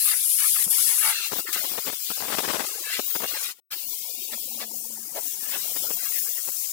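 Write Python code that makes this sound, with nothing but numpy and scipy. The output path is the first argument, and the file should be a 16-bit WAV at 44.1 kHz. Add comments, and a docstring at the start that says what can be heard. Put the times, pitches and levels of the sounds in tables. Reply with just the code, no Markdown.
"""Blow-gun on a panelled surface

Workshop, close perspective, stereo microphones: a blow-gun sweeps dust from holes and corners near the left one.
The jet is patchy shaped noise; it rings in holes and hollows through resonances, and puffs at rims.
Its deflected air flaps on the microphone as ragged pulses; sleeves rub as short noise strokes, bumps as low knocks.
The sound drops out briefly, then the gun blows on; a wavering machine hum joins a faint, patchy low noise bed.
Scattered short low blips accompany both blasts."""
import sys
import numpy as np
from scipy import signal
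from scipy.fft import rfft, irfft, next_fast_len
from scipy.io import wavfile
from scipy.ndimage import uniform_filter1d, map_coordinates

SR = 44100
rng = np.random.default_rng(int(sys.argv[2]) if len(sys.argv) > 2 else 0)


def master_out(mix):
    """Clip the mix to full scale and print it as 16-bit PCM to the path in sys.argv[1]."""
    frames = np.transpose(np.atleast_2d(mix))
    ceiling = np.clip(frames, -1, 1)
    pcm = np.round(ceiling * 32767).astype(np.int16)
    wavfile.write(sys.argv[1], SR, pcm)


N = 296352

# Levels and lull depths are relative: each layer adds its own mix offset or scale.
# The jet over the surface, one list per blast: start_s, hiss_db, sheen_db (top octave), splash_db
JET_BLASTS = [
    [(0, -38, -37.5, -33.5), (.35, -36, -44.5, -38.5), (.45, -37, -39, -36), (.82, -31.5, -37, -34.5),
     (1.0, -37, -43.5, -44), (1.2, -39.5, -41.5, -36.5), (1.38, -40, -38.5, -38), (2.05, -41, -38, -39),
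     (2.5, -38.5, -43, -37.5), (2.78, -41.5, -45.5, -44.5), (2.95, -41, -44, -37), (3.11, -39.5, -35, -40),
     (3.33, -44.5, -41.5, -40), (3.44, -37.5, -41, -37), (3.51, -43, -47, -40)],
    [(3.72, -47.5, -41, -44.5), (3.9, -45.5, -43, -46), (4.3, -45.5, -43, -44), (4.62, -46.5, -45.5, -49),
     (4.8, -46, -47, -56), (5.12, -46.5, -47.5, -62.5), (5.23, -43, -41, -47), (5.42, -42.5, -45.5, -50.5),
     (5.58, -42, -40, -43), (5.93, -41.5, -37, -46), (6.2, -40.5, -37, -45.5), (6.72, -41.5, -43.5, -51)],
]
# Nozzle held right at a hole, shrill hiss: start_s, length_s, level_db
HOLE_EDGES = [(-.05, .44, -24.5), (.39, 0.33, -23.5), (.697, .425, -24.5)]
# The jet catches a rim: start_s, length_s, level_db
RIM_SPURTS = [(0.385, 0.025, -27), (0.48, 0.021, -29), (0.555, 0.02, -44), (0.615, 0.015, -30),
              (1.528, 0.025, -24.5), (3.285, 0.0074, -33.5), (6.11, 0.13, -51), (6.635, 0.026, -38)]
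# The nozzle lifts off and the hiss sinks: start_s, length_s, depth_db
NOZZLE_LULLS = [(0.657, 0.047, 7), (1.282, 0.036, 3), (1.405, .118, 4.5), (1.952, .09, 1.5),
                (2.806, 0.039, 0.5), (3.007, 0.15, 1)]
# Direction of the jet: time_s, left_over_right_db
JET_DIRECTION = [(0, 9.5), (1.1, 11), (1.7, 13), (2.1, 11), (3.8, 11.5), (5.8, 13.5), (6.72, 14)]
# The jet sweeps through a corner or hollow: start_s, length_s, level_db
HOLLOW_SWEEPS = [(0.067, .07, -36.5), (0.403, 0.082, -37.5), (0.56, 0.067, -39), (0.71, .1, -39.5),
                 (0.875, 0.12, -36.5), (1.021, 0.12, -29.5), (1.17, 0.13, -44), (1.375, 0.047, -45),
                 (1.468, 0.041, -36.5), (1.526, 0.079, -37), (2.65, 0.081, -42.5), (2.896, 0.083, -32.5),
                 (3.263, 0.16, -41), (4.598, 0.042, -40), (5.153, 0.039, -49), (5.431, 0.18, -52),
                 (5.992, 0.085, -47), (6.121, 0.063, -44.5), (6.26, 0.028, -51.5), (6.367, 0.04, -51)]
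# Air stirring in the corners between sweeps: time_s, level_db
CORNER_STIR = [(0, -44), (.3, -59), (1.2, -50), (1.95, -52), (3.5, -45.5), (3.72, -58.5), (4.2, -96),
               (5.1, -59), (5.6, -55), (6.3, -57.5), (6.72, -62.5)]
# Holes that ring as the jet crosses them: start_s, length_s, base_pitch_hz, level_db
RINGING_HOLES = [(1.044, .075, 888, -33), (1.118, 0.16, 2723, -34), (2.847, 0.12, 1724, -39),
                 (3.277, 0.021, 2810, -28), (3.444, .016, 2474, -29.5), (5.165, 0.025, 621, -41.5)]
# Modes of a hole: frequency_ratio (to the base pitch), level_db
RING_MODES = [(1.001, 7.5), (1.33, 3), (1.52, 7), (2.2, 3.5)]
# Resonances of the corner: centre_hz, width_hz, level_db
CORNER_RESONANCES = [(1450, 110, -11.5), (2146, 100, -1), (2770, 36, 11), (3330, 530, -2.5),
                     (5000, 480, -16.5), (6200, 92, -2)]
# Deflected air hits the microphone: start_s, length_s, level_db
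MIC_GUSTS = [(.66, 0.027, -50), (1.316, 0.027, -37), (1.358, .016, -42), (1.383, 0.021, -40.5),
             (1.564, 0.0084, -37), (1.64, 0.016, -44), (1.693, 0.072, -46.5), (1.778, 0.015, -35),
             (1.863, 0.041, -35.5), (1.921, 0.016, -40), (2.101, 0.02, -38.5), (2.168, 0.017, -44),
             (2.2, 0.068, -40), (2.279, .03, -37.5), (2.64, .012, -35.5), (2.988, 0.016, -29.5),
             (3.152, 0.014, -32.5), (3.202, .056, -36.5), (5.56, 0.016, -44.5), (5.758, 0.018, -40),
             (5.899, .016, -39.5), (6.473, 0.023, -45)]
# Single slaps of air on the microphone: start_s, level_db
AIR_SLAPS = [(1.322, -14.5), (1.395, -24), (1.562, -18), (1.783, -21), (1.877, -20), (1.9, -22),
             (2.254, -20), (2.336, -27), (2.993, -42), (3.154, -21), (3.243, -19), (5.768, -33)]
# Low blips and rumble under the first blast: time_s, level_db
UNDERTONE_LEVEL = [(.35, -105), (.6, -62), (1.2, -65.5), (1.5, -49), (2.0, -68.5), (2.5, -52.5),
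                   (3.1, -63.5), (3.35, -50.5), (3.5, -70)]
# Sleeve strokes: start_s, length_s, body_db, swish_db
SLEEVE_RUBS = [(0.107, 0.039, -55, -41), (3.718, 0.028, -58, -29.5), (4.326, 0.018, -49, -30.5),
               (4.603, 0.049, -50.5, -41.5), (5.157, 0.035, -42.5, -41.5), (5.52, 0.048, -53, -33.5),
               (5.843, 0.0087, -38, -57)]
# Dull bumps: start_s, pitch_hz, level_db
DULL_BUMPS = [(0.534, 152, -45), (0.666, 183.3, -32)]
# Spells of machine hum: start_s, length_s, pitch_hz, level_db
HUM_SPELLS = [(4.172, 0.04, 227.6, -58), (4.319, 0.047, 219.7, -51.5), (4.498, 0.555, 220.7, -56),
              (5.256, 0.53, 203, -67.5)]
# Faint low noise bed with blips: time_s, level_db
BED_LEVEL = [(3.72, -67), (4.1, -64.5), (4.5, -62), (5.2, -63.5), (5.9, -58.5), (6.3, -67), (6.72, -72)]

# Spectral shapes, all with columns: frequency_hz, density_db (per Hz, relative)
# Jet: nozzle hiss, its top octave, splash on the surface, rush over a hole's edge, puff at a rim
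HISS_SPECTRUM = [(1700, -99), (2600, -34), (3600, -23), (5200, -2.5), (7300, 1.5), (9500, 0.5),
                 (12000, 1.5), (14000, -1.5), (16000, -21.5)]
SHEEN_SPECTRUM = [(5000, -104), (8000, -28.5), (11500, -10), (13500, -5), (15400, 4), (16000, -14.5)]
SPLASH_SPECTRUM = [(1650, -90), (2100, -5.5), (2400, -3.5), (2800, 0), (4200, 3), (5200, 3), (7500, -16.5)]
SHRILL_SPECTRUM = [(2000, -98), (4000, -58.5), (7500, -14), (9000, -7.5), (10300, -1.5), (11300, -3),
                   (12600, -7), (14500, -15.5)]
SPURT_SPECTRUM = [(800, -78), (2000, -5.5), (4000, -6), (9000, -3), (15000, 0)]
# Air moving in a corner
CORNER_SPECTRUM = [(300, -70), (600, -20), (950, -10), (1250, 0), (2100, 1), (3200, -9)]
# Gusts at the microphone: low pressure and its hissing spray
BUFFET_SPECTRUM = [(25, -29), (80, -18), (200, -3.5), (450, -0.5), (900, -3), (1500, -10.5), (3000, -20),
                   (8000, -34.5)]
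SPRAY_SPECTRUM = [(400, -18.5), (1200, -2.5), (2200, -4.5), (5000, -9), (9000, -13.5), (16000, -46.5)]
# Weak rumble under the first blast
RUMBLE_SPECTRUM = [(25, -5.5), (80, -3.5), (200, 5), (500, -2.5), (1100, -25), (2500, -76.5)]
# Cloth: soft body and grainy swish
SLEEVE_SPECTRUM = [(80, -41), (230, -14), (550, 10.5), (900, 5), (2000, -50)]
SWISH_SPECTRUM = [(500, -19), (1200, -5.5), (2500, -0.5), (4500, -2), (8000, -17), (16000, -35)]
# Faint low noise bed
BED_SPECTRUM = [(25, -14), (100, -13), (180, 0.5), (450, -11.5), (750, -8.5), (1050, -10.5), (1400, -31),
                (3000, -66)]

RELEASE_S, DROPOUT_S, RESUME_S = 3.515, 3.6, 3.705  # trigger let go, sound lost, both back
TOP_HZ = 15900  # band limit
FLAP_START_S, FLAP_PERIOD_S, FLAP_LENGTH_S = 2.316, .0542, .038  # the air flaps regularly for a moment
FLAP_DB, FLAP_SPRAY_DB, GUST_SPRAY_DB = -32.5, -2.5, -6.5  # flap level; spray envelopes relative to the low part
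SHEEN_LEFT_DB = 6.5  # extra left-over-right level of the top octave
BUFFET_LEFT_DB, HOLLOW_LEFT_DB = 44, 4.5  # left over right: gusts reach almost only the left port
SWEEP_CREST_DB, SWEEP_WIDTH = -1, 0.56  # added at mid-sweep; half-width as a share of the length


def jet():
    """Turbulent hiss of the nozzle, its splash on the surface, and the shrill rush over the edge of a hole."""
    hiss_db, sheen_db, splash_db = curves(np.vstack(JET_BLASTS))
    left_db, = curves(JET_DIRECTION)
    hiss = amp(hiss_db + 5.0) * coloured(eddies(patchy_db=4.5), HISS_SPECTRUM)
    sheen_level = amp(sheen_db + 4.5 + 1.0 * wobble(10))
    sheen = sheen_level * coloured(eddies(patchy_db=-4.0), SHEEN_SPECTRUM)
    surface_level = amp(splash_db - 2.5 + 0.5 * wobble(20) - 0.6 * lulls())
    splash_level = np.hypot(surface_level, amp(-5.0) * sweeps())  # hollows splash more
    splash = splash_level * coloured(eddies(patchy_db=10.0), SPLASH_SPECTRUM)
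    at_hole = bursts(HOLE_EDGES, edge_s=0.013)
    edge = at_hole * coloured(eddies(patchy_db=-1.5), SHRILL_SPECTRUM)
    flutter = amp(1.11 * wobble(30) + 0.53 * wobble(250) - lulls())  # the jet flaps as a whole
    core = place(hiss + edge, left_db, alike=0.033)
    top = place(sheen, left_db + SHEEN_LEFT_DB, alike=.15)  # the top octave is set further left
    return flutter * (core + top + place(splash, 7.6, alike=0.12))


def lulls():
    """How far the jet sinks while the nozzle is off the surface, in dB before each layer's scale."""
    return sum(depth * bursts([(s, length, 0)], edge_s=0.0071) for s, length, depth in NOZZLE_LULLS)


def sweeps():
    """Air in a hollow swells as the jet nears its middle and fades as it leaves."""
    t, level = clock(), np.zeros(N)
    for s, length, db in HOLLOW_SWEEPS:
        from_middle = (t - s - length / 2) / (SWEEP_WIDTH * length)
        level += amp(db + SWEEP_CREST_DB) * np.exp(-np.abs(from_middle) ** 3)
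    return level


def spurts():
    """Sudden bright puffs of noise as the jet catches a rim."""
    puffs = bursts(RIM_SPURTS, edge_s=.001) * coloured(rng.standard_normal((2, N)), SPURT_SPECTRUM)
    return amp(0.5) * place(puffs, 14, alike=.3)


def hollows():
    """The jet drives the broad resonances of the corner, and now and then the narrow ones of a hole."""
    stir_db, = curves(CORNER_STIR)
    drive_level = amp(stir_db + 2.3 * wobble(14) - 4.6 * lulls()) + sweeps()
    stir = coloured(eddies(patchy_db=14), CORNER_SPECTRUM)
    ring_drive = coloured(eddies(patchy_db=12.5), [(500, -68.0), (1200, 2.5), (6000, -9.5), (12000, -20.5)])
    ring = resonate(ring_drive, CORNER_RESONANCES)
    flutter = amp(0.82 * wobble(22) + 2.7 * wobble(160))
    air = drive_level * flutter * (amp(-0.5) * stir + amp(-9) * ring)
    for s, length, hz, db in RINGING_HOLES:
        modes = [(hz * ratio, 70, level) for ratio, level in RING_MODES]
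        # the falling frequency order is deliberate: it sets the low cut of the drive
        drive = coloured(rng.standard_normal((2, N)), [(hz * 0.78, -40), (hz * 0.51, 0)])
        air += bursts([(s, length, db)], edge_s=0.02) * resonate(drive, modes)
    return place(air, HOLLOW_LEFT_DB, alike=0.43)


def buffeting():
    """Gusts break on the ports as a ragged run of pressure pulses, with a spray of hiss and single slaps."""
    gusts = bursts(MIC_GUSTS, edge_s=0.0039)
    flapping = bursts(flaps(count=6), edge_s=0.0053)
    hits = rng.random((2, N)) < 800 / SR  # about 800 pulses a second
    pulses = np.sign(rng.standard_normal((2, N))) * hits
    ragged = amp(3.2 * wobble(200))
    low = (gusts + flapping) * coloured(ragged * pulses, BUFFET_SPECTRUM)
    spray_level = amp(GUST_SPRAY_DB) * gusts + amp(FLAP_SPRAY_DB) * flapping
    spray = spray_level * unit(ragged * coloured(eddies(patchy_db=3.5), SPRAY_SPECTRUM))
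    slaps, t = np.zeros(N), np.arange(SR // 50) / SR
    u = t / 0.00033
    for s, db in AIR_SLAPS:
        slaps[round(s * SR):][:len(t)] -= amp(db) * (1 - u) * np.exp(-u)  # a push, then suction
    return place(low + amp(3.0) * spray, BUFFET_LEFT_DB, alike=.3) + slaps * amp([[5], [-10]])


def flaps(count):
    """A run of equal gusts at a steady rate: start_s, length_s, level_db."""
    return [(FLAP_START_S + k * FLAP_PERIOD_S, FLAP_LENGTH_S, FLAP_DB) for k in range(count)]


def sleeves():
    """Cloth drags over cloth: a soft body and a grainy swish."""
    rubs = np.array(SLEEVE_RUBS)
    body = bursts(rubs[:, [0, 1, 2]], edge_s=0.01) * coloured(eddies(patchy_db=5.0), SLEEVE_SPECTRUM)
    grain = unit(amp(1.2 * wobble(360)) * coloured(eddies(patchy_db=14.0), SWISH_SPECTRUM))
    swish = bursts(rubs[:, [0, 1, 3]], edge_s=0.012) * grain
    return place(amp(4.5) * body + amp(-4.0) * swish, 1.3, alike=0.48)


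def bumps():
    """Soft contacts give a short, low knock: a decaying sine with a soft onset."""
    out, t = np.zeros(N), np.arange(SR // 8) / SR
    for s, hz, db in DULL_BUMPS:
        envelope = amp(db - 60 * t / 0.041) * (1 - np.exp(-t / 0.00093))  # falls 60 dB in 41 ms
        out[round(s * SR):][:len(t)] += envelope * np.sin(2 * np.pi * hz * t)
    return out * amp([[2.5], [-2.5]])


def machine_hum():
    """A machine hums in spells: a wavering tone with a faint second harmonic."""
    hz, = curves([(s + length * end, pitch) for s, length, pitch, db in HUM_SPELLS for end in (0, 1)])
    phase = 2 * np.pi * np.cumsum(hz * (1 + 0.0134 * wobble(44))) / SR
    spells = bursts([(s, length, db) for s, length, pitch, db in HUM_SPELLS], edge_s=0.0053)
    tone = np.sin(phase) + amp(-23) * np.sin(2 * phase)
    hum = spells * amp(3.5 * wobble(28)) * tone * np.sqrt(2)
    return hum * amp([[1.2], [-1.2]])


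def low_undertone():
    """Faint low blips and a weak rumble accompany the first blast."""
    level_db, = curves(UNDERTONE_LEVEL)
    level = amp(level_db - 0.93 * lulls()) * (clock() < RELEASE_S)
    blips = np.array([low_blips(rate=100, low_hz=327.5, high_hz=1134) for side in "LR"])
    rumble = unit(amp(11 * wobble(60)) * coloured(eddies(patchy_db=5), RUMBLE_SPECTRUM))
    return level * (amp(2.5) * place(blips, 8.9, alike=0.95) + amp(-15.5) * place(rumble, 7.3, alike=0.37))


def low_bed():
    """A faint, patchy low noise bed with scattered short low blips, rising after the first blast has ended."""
    blips = np.array([low_blips(rate=60, low_hz=273.6, high_hz=993) for side in "LR"])
    bed = amp(-3.5) * coloured(eddies(patchy_db=8), BED_SPECTRUM) + amp(3.5) * blips
    presence = np.interp(clock(), [RELEASE_S, RESUME_S], [0, 1])
    return place(amp(curves(BED_LEVEL)[0]) * presence * bed, 2.9, alike=0.48)


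def low_blips(rate, low_hz, high_hz):
    """Short low blips at scattered pitches, rate a second, at rms 1."""
    count = int(rate * N / SR)
    when, pitch, size, life = rng.random((count, 4)).T[..., None]
    t = np.arange(-SR // 40, SR // 40) / SR
    hz = low_hz * (high_hz / low_hz) ** pitch
    swell = np.exp(-(t / (0.0011 + 0.0064 * life)) ** 2)
    blips = amp(10 * size) * swell * np.sin(2 * np.pi * hz * t)
    index = (when * N).astype(int) + np.arange(len(t))
    return unit(np.bincount(index.ravel(), blips.ravel(), N)[:N])


def amp(db):
    """Decibels to amplitude."""
    return 10 ** (np.asarray(db) / 20)


def unit(x):
    """x scaled to rms 1."""
    return x / np.sqrt(np.mean(x ** 2) + 1e-20)


def clock():
    """Time of every sample, in seconds."""
    return np.arange(N) / SR


def along(points, hz):
    """Values of (Hz, value) points, joined on a log frequency axis."""
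    f, v = np.transpose(points)
    return np.interp(np.log(hz + 1), np.log(f + 1), v)


def curves(rows):
    """One value per sample for each column after the time."""
    s, *cols = np.transpose(rows)
    return [np.interp(clock(), s, c) for c in cols]


def wobble(rate):
    """A random curve of straight segments, rate knots a second."""
    return map_coordinates(rng.standard_normal(int(N * rate / SR) + 4), [clock() * rate], order=1)


def filtered(x, response):
    """x times a complex response of frequency."""
    m = next_fast_len(N + 8192)
    return irfft(rfft(x, m) * response(np.fft.rfftfreq(m, 1 / SR)), m)[..., :N]


def coloured(x, spectrum):
    """x shaped by the given spectrum, at rms 1."""
    return unit(filtered(x, lambda hz: amp(along(spectrum, hz))))


def resonate(x, modes):
    """x through parallel (Hz, width Hz, dB) resonances, at rms 1."""
    def response(f):
        return sum(amp(db) * 1j * f * w / (c * c - f * f + 1j * f * w) for c, w, db in modes)
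    return unit(filtered(x, response))


def eddies(patchy_db):
    """Noise for two microphones with shared patches in time and frequency; positive depth favours dips."""
    z = signal.stft(rng.standard_normal((2, N)), nperseg=1024)[2]
    field = uniform_filter1d(rng.standard_normal(z.shape[1:]), size=4, axis=0)
    field = uniform_filter1d(field, size=3, axis=1)
    patches = amp(patchy_db * np.minimum(unit(field), 1))
    return unit(signal.istft(z * patches, nperseg=1024)[1][:, :N])


def place(pair, left_db, alike=0.1, lead_s=0.0001):
    """Two unrelated signals as a source on the left: the right is weaker and shares the direct sound, delayed."""
    alike = np.clip(alike, 0, .98)
    direct = filtered(pair[0], lambda hz: np.exp(-2j * np.pi * hz * lead_s))
    right = alike * direct + np.sqrt(1 - alike ** 2) * pair[1]
    ratio = amp(-left_db)
    return np.array([pair[0], ratio * right]) * 2 / np.sqrt(1 + ratio ** 2)


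def bursts(rows, edge_s):
    """Envelope of (start_s, length_s, level_db) bursts with soft flanks."""
    out, t = np.zeros(N), clock()
    for s, length, db in rows:
        near = slice(max(0, int((s - .1) * SR)), int((s + length + .1) * SR))
        rise = np.tanh((t[near] - s) / edge_s)
        fall = np.tanh((t[near] - s - length) / edge_s)
        out[near] += amp(db) * (rise - fall) / 2
    return out


def scene():
    """Letting go of the trigger leaves only a thin leak of air until the gun blows on."""
    trigger_s = [RELEASE_S, RELEASE_S + 0.028, RESUME_S, RESUME_S + 0.01]
    trigger_db = np.interp(clock(), trigger_s, [-0.5, -21.5, -18, 2])
    air = amp(trigger_db) * (jet() + hollows()) + spurts() + buffeting()
    return air + sleeves() + bumps() + machine_hum() + low_undertone() + low_bed()


def record(dry):
    """The sound drops out for a moment; nothing is kept above the band limit."""
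    fade_s = [DROPOUT_S - .005, DROPOUT_S + .003, RESUME_S - .002, RESUME_S + .005]
    live = np.interp(clock(), fade_s, [1, 0, 0, 1])
    return filtered(dry * live, lambda hz: hz < TOP_HZ)


dry = scene()
out = record(dry)
master_out(out)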